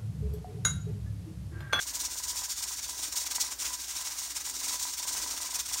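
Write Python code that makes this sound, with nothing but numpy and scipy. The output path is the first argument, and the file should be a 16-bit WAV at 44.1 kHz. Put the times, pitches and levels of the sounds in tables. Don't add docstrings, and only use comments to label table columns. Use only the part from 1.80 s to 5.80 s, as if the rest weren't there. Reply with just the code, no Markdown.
import sys
import numpy as np
from scipy import signal
from scipy.fft import rfft, irfft
from scipy.io import wavfile

SR = 44100
rng = np.random.default_rng(int(sys.argv[2]) if len(sys.argv) > 2 else 0)


def wav_record(signal):
    frames = np.transpose(np.atleast_2d(signal))
    bounded = np.clip(frames, -1, 1)
    quanta = np.round(bounded * 32767).astype(np.int16)
    wavfile.write(sys.argv[1], SR, quanta)


N = 176400


def amp(db):
    return 10 ** (np.asarray(db) / 20)

def unit(x):
    return x / np.sqrt(np.mean(x ** 2) + 1e-20)

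def at_frequency(points, hz):
    f, value = np.transpose(points)
    return np.interp(np.log(hz + 1), np.log(f + 1), value)

def add(mix, onset, sound):
    part = mix[max(round(onset * SR), 0):][:len(sound)]
    part += sound[:len(part)]

def bins():
    return np.fft.rfftfreq(N, 1 / SR)

def noise(gain):
    return unit(irfft(rfft(rng.standard_normal(N)) * gain, N))

def wander(hz):
    return noise(1 / (1 + (bins() / hz) ** 4))

def rumble_and_hum():
    # (f/Hz, relative level/dB)
    spectrum = [(12, -49), (24, -32), (30, -31), (37, -9), (45, -1), (62, -8.5), (75, -2), (100, -11),
                (180, -16.5), (500, -47.5), (1500, -10), (15000, -60)]
    # (t/s, level/dB)
    envelope = [(0.0, -58.5), (0.63, -57), (0.66, -63), (0.76, -58), (1.85, -62.5), (1.89, -53),
                (1.97, -61.5), (3.32, -63), (3.35, -57), (3.62, -61), (3.66, -68), (3.75, -60),
                (3.97, -58.5), (4.0, -67)]
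    t = np.arange(N) / SR
    mains_hz = 60.2
    rumble = amp(0.5) * noise(amp(at_frequency(spectrum, bins())))
    hum = amp(-1 + 0.51 * wander(hz=10)) * unit(np.sin(2 * np.pi * mains_hz * t))
    return (rumble + hum) * amp(np.interp(t, *np.transpose(envelope)))

def simmer():
    # (t/s, relative level/dB)
    envelope = [(0.0, -64), (0.1, -63), (0.15, -57), (0.81, -66), (1.29, -55.5), (1.3, -61.5),
                (1.82, -59.5), (2.15, -69.5), (2.95, -54.5), (3.01, -69), (3.11, -58.5), (3.17, -81),
                (3.21, -62), (3.44, -54), (3.84, -63.5), (4.0, -69)]
    # (f/Hz, relative level/dB)
    through_wall = [(100, -17), (190, -22), (240, -11), (280, -4), (315, -6), (345, -14), (400, -9),
                    (460, -15), (600, -13), (900, -14), (2000, -75)]
    t = np.arange(N) / SR
    bubbles_per_s = 32
    bubbles = (rng.random(N) < bubbles_per_s / SR) * rng.standard_normal(N) * amp(18)
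    water = bubbles + rng.standard_normal(N)
    muffled = unit(irfft(rfft(water) * amp(at_frequency(through_wall, bins())), N))
    return muffled * amp(np.interp(t, *np.transpose(envelope)) - 2.5)

def metal_resonance(x, spectrum):
    # (f/Hz, bandwidth/Hz, relative level/dB)
    modes = [(1570, 80, -3), (1970, 35, 1), (2210, 80, -2), (2470, 45, -2), (3310, 45, 0), (3465, 40, 0),
             (3605, 40, 2), (3858, 48, 5), (4040, 70, -1), (4493, 48, 5), (4688, 43, 5), (5187, 50, 6),
             (5410, 40, 2), (5512, 32, 4), (5675, 48, 3), (5791, 35, 2), (5944, 60, 0), (6126, 60, 1),
             (6282, 55, 2), (6545, 55, 2), (6750, 65, 2), (6891, 48, 3), (7095, 90, 4), (7427, 38, 4),
             (7610, 50, 0), (8110, 60, 0), (8300, 60, 1), (8489, 48, 3), (8748, 45, 1)]
    f = bins()
    peak_power = sum(amp(db + 1.5) ** 2 / (1 + (2 * (f - hz) / width) ** 2) for hz, width, db in modes)
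    ring = np.sqrt(1 + peak_power)
    minimum_phase = -signal.hilbert(np.log(np.r_[ring, ring[-2:0:-1]])).imag[:len(f)]
    gain = unit(amp(at_frequency(spectrum, f)) * ring)
    return irfft(rfft(x) * gain * np.exp(1j * minimum_phase), N)

def steam():
    # (peak t/s, half-power duration/s, relative hiss level/dB, rush level re hiss/dB)
    puffs = [(0.018, 0.034, -35.5, -14.5), (0.082, 0.025, -35, -16), (0.106, 0.017, -39.5, -14),
             (0.154, 0.023, -32, -15), (0.208, 0.023, -31.5, -17), (0.252, 0.02, -31, -16),
             (0.317, 0.026, -37, -14), (0.342, 0.017, -38, -22), (0.384, 0.027, -34, -22),
             (0.442, 0.02, -33, -17), (0.495, 0.031, -31, -28), (0.581, 0.042, -32.5, -17.5),
             (0.646, 0.021, -33.5, -14), (0.709, 0.027, -31.5, -16.5), (0.784, 0.032, -34.5, -16),
             (0.833, 0.019, -31.5, -14.5), (0.888, 0.028, -35, -13), (0.931, 0.025, -35, -13),
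             (0.973, 0.023, -40, -22), (0.991, 0.015, -36, -11), (1.04, 0.03, -35.5, -14.5),
             (1.098, 0.028, -35.0, -22), (1.146, 0.037, -41, -22), (1.192, 0.034, -36.5, -16),
             (1.236, 0.023, -32.0, -15), (1.266, 0.038, -38.5, -13), (1.329, 0.016, -34, -14),
             (1.372, 0.02, -27.5, -16), (1.413, 0.03, -33, -17), (1.466, 0.015, -32.5, -10.5),
             (1.516, 0.016, -30.8, -11.5), (1.559, 0.015, -27.5, -14.5), (1.613, 0.018, -25, -18),
             (1.657, 0.038, -37, -14), (1.721, 0.02, -34.5, -9.5), (1.804, 0.022, -34, -15.5),
             (1.825, 0.018, -33.5, -8.5), (1.857, 0.02, -31.9, -8), (1.883, 0.038, -36.5, -18),
             (1.939, 0.023, -33, -15.5), (2.009, 0.039, -38.1, -13), (2.046, 0.018, -39.5, -9),
             (2.101, 0.041, -35.5, -11.5), (2.17, 0.034, -34.4, -11), (2.214, 0.017, -34.5, -11),
             (2.265, 0.029, -34.5, -12.5), (2.318, 0.027, -36.5, -11.5), (2.36, 0.032, -41.5, -10),
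             (2.39, 0.025, -34, -15), (2.436, 0.033, -36.0, -14.5), (2.461, 0.042, -41.5, -12.5),
             (2.51, 0.021, -36, -11.5), (2.566, 0.021, -32, -11.5), (2.61, 0.019, -38, -12),
             (2.66, 0.024, -35, -12.5), (2.695, 0.025, -34.6, -16.5), (2.757, 0.032, -36, -14),
             (2.802, 0.02, -35.0, -14), (2.845, 0.033, -32.5, -12), (2.89, 0.021, -30.5, -13.5),
             (2.937, 0.038, -32, -15), (3.001, 0.014, -33, -15), (3.03, 0.024, -30.5, -18),
             (3.082, 0.042, -35.5, -14.5), (3.136, 0.021, -36, -13.5), (3.188, 0.024, -33.5, -13.5),
             (3.234, 0.02, -34, -10.5), (3.286, 0.025, -30.6, -14), (3.334, 0.022, -31.5, -17),
             (3.374, 0.027, -33, -11), (3.394, 0.023, -41, -18), (3.43, 0.029, -33, -14.5),
             (3.482, 0.023, -35.5, -16), (3.514, 0.019, -33.0, -12), (3.541, 0.029, -39, -11),
             (3.576, 0.021, -35.5, -9.5), (3.622, 0.024, -33.5, -14.5), (3.661, 0.026, -35.5, -11),
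             (3.713, 0.017, -34.5, -15), (3.753, 0.023, -30.5, -14), (3.799, 0.017, -29, -13),
             (3.862, 0.013, -35, -12.5), (3.895, 0.031, -36.5, -12), (3.939, 0.019, -29, -15),
             (3.985, 0.023, -32, -14.5)]
    # (f/Hz, relative level/dB)
    hiss_spectrum = [(500, -63), (1500, -28.5), (2800, -13.5), (4000, -7), (4900, -5.5), (5600, -1.5),
                     (7100, -2.5), (7900, -3.5), (8800, -4), (9700, -5.5), (10500, -13), (11300, -10),
                     (13500, -12.5), (15800, -9.5)]
    # (f/Hz, relative level/dB)
    rush_spectrum = [(120, -22), (300, -6), (500, -18), (750, -5), (1200, -1), (1800, -3), (2250, -1),
                     (3000, -1.5), (5000, -15)]
    t = np.arange(N) / SR
    rise_share, squareness = 0.43, 2.115
    hiss_power, rush_power = np.full(N, amp(-62) ** 2), np.full(N, amp(-68.5) ** 2)
    for peak, length, db, rush_db in puffs:
        near = slice(max(int((peak - 2 * length) * SR), 0), int((peak + 2 * length) * SR))
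        flank_s = length * np.where(t[near] < peak, rise_share, 1 - rise_share)
        opening = 0.5 ** (abs((t[near] - peak) / flank_s) ** squareness)
        hiss_power[near] += opening * amp(db) ** 2
        rush_power[near] += opening * amp(db + rush_db) ** 2
    flutter = wander(hz=238)
    hiss = rng.standard_normal(N) * np.sqrt(hiss_power) * amp(0.5 + 0.9 * flutter)
    rush = rng.standard_normal(N) * np.sqrt(rush_power) * amp(0.5 + 1.75 * flutter)
    leak_fizz = amp(-52) * noise(1 - 1 / (1 + (bins() / 10200) ** 6))
    return metal_resonance(hiss, hiss_spectrum) + metal_resonance(rush, rush_spectrum) + leak_fizz

def lid_knock(detune):
    # (f/Hz, relative level/dB, T60/s)
    modes = [(287, -31, .07), (904, -13, 0.065), (992.6, -0.5, 0.061), (1000, -13, 0.074),
             (1224, -8.5, 0.022), (1593, -8.5, 0.043), (1959, -6, 0.037), (2460, -29, .025)]
    t = np.arange(SR // 8) / SR
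    rise_s, thud_decay_s = 0.00035, 0.003
    tuning = rng.normal(1, detune, len(modes)) if detune else np.ones(len(modes))
    ring = sum(amp(db - 60 * t / t60) * np.sin(2 * np.pi * hz * ratio * t)
               for (hz, db, t60), ratio in zip(modes, tuning))
    thud_band = signal.butter(2, [400, 1800], "band", fs=SR, output="sos")
    thud = unit(signal.sosfilt(thud_band, rng.standard_normal(len(t)))) * np.exp(-t / thud_decay_s)
    return (ring + amp(-6) * thud) * (1 - np.exp(-t / rise_s))

def rocking_weight():
    # (t/s, relative level/dB)
    landings = [(0.127, -49), (0.169, -45), (0.209, -56), (0.233, -43.5), (0.283, -47.5), (0.356, -45.5),
                (0.401, -45), (0.464, -48), (0.502, -45), (0.53, -44.5), (0.555, -43), (0.593, -50),
                (0.618, -43), (0.808, -51), (0.858, -46.5), (0.909, -43.5), (1.091, -43), (1.131, -47),
                (1.193, -46.5), (1.23, -49), (1.347, -48), (1.388, -46.5), (1.415, -46), (1.444, -43.5),
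                (1.486, -46), (1.537, -47), (1.582, -36), (1.639, -42), (1.688, -44), (1.724, -57),
                (1.826, -46), (1.853, -49), (1.879, -48), (1.905, -41), (1.936, -46.5), (2.136, -47.5),
                (2.162, -52), (2.193, -45.5), (2.233, -46.5), (2.272, -48), (2.416, -47.5), (2.479, -49),
                (2.564, -52), (2.672, -41.5), (2.815, -44), (2.869, -44), (2.908, -42), (2.94, -40),
                (3.014, -43), (3.052, -39.5), (3.084, -48), (3.2, -43), (3.252, -41.5), (3.31, -41),
                (3.349, -39), (3.382, -46.5), (3.401, -44), (3.439, -41.5), (3.462, -39.5), (3.494, -42.5),
                (3.54, -45), (3.602, -41), (3.644, -41), (3.691, -42), (3.729, -41.5), (3.764, -42),
                (3.787, -48), (3.915, -40), (3.959, -41)]
    taps_per_s = 26
    taps = (rng.random(N) < taps_per_s / SR) * rng.uniform(-1.34, 1, N)
    chatter = signal.oaconvolve(taps, lid_knock(detune=0))[:N]
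    knocks = np.zeros(N)
    for onset, db in landings:
        add(knocks, onset, amp(db + 3.5) * lid_knock(detune=0.0086))
    return knocks + amp(-47) * chatter

def room_tail():
    # (f/Hz, T60/s)
    decay_times = [(200, 0.47), (1000, 0.26), (5000, 0.52), (15000, 0.23)]
    hz, t, spectrogram = signal.stft(rng.standard_normal(SR // 2), SR, nperseg=256)
    decay = amp(-60 * t / at_frequency(decay_times, hz)[:, None])
    response = signal.istft(spectrogram * decay, SR, nperseg=256)[1]
    response[:SR // 200] = 0
    return response / np.linalg.norm(response)

def kitchen(x, room_db):
    out = x.copy()
    echoes = rng.random(size=(8, 2))
    earliest_s, spread_s = 0.000973, 0.004
    for lag, polarity in echoes:
        echo = x * np.sign(polarity - 0.5) * amp(-15) / np.sqrt(len(echoes))
        add(out, earliest_s + lag * spread_s, echo)
    drift = np.array([wander(hz=2.12) for _ in range(4)])
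    for share in drift / np.linalg.norm(drift, axis=0):
        out += amp(room_db) * signal.fftconvolve(x * share, room_tail())[:N]
    return out / np.sqrt(1 + amp(room_db) ** 2)

def scene():
    puffs = kitchen(steam(), room_db=-10)
    knocks = kitchen(rocking_weight(), room_db=-4)
    return (puffs + knocks + simmer() + rumble_and_hum())[None]

def record(dry):
    low_pass = signal.firwin(801, 15850, window=("kaiser", 9), fs=SR)
    return signal.oaconvolve(dry, low_pass[None], "same")

dry = scene()
out = record(dry)
wav_record(out)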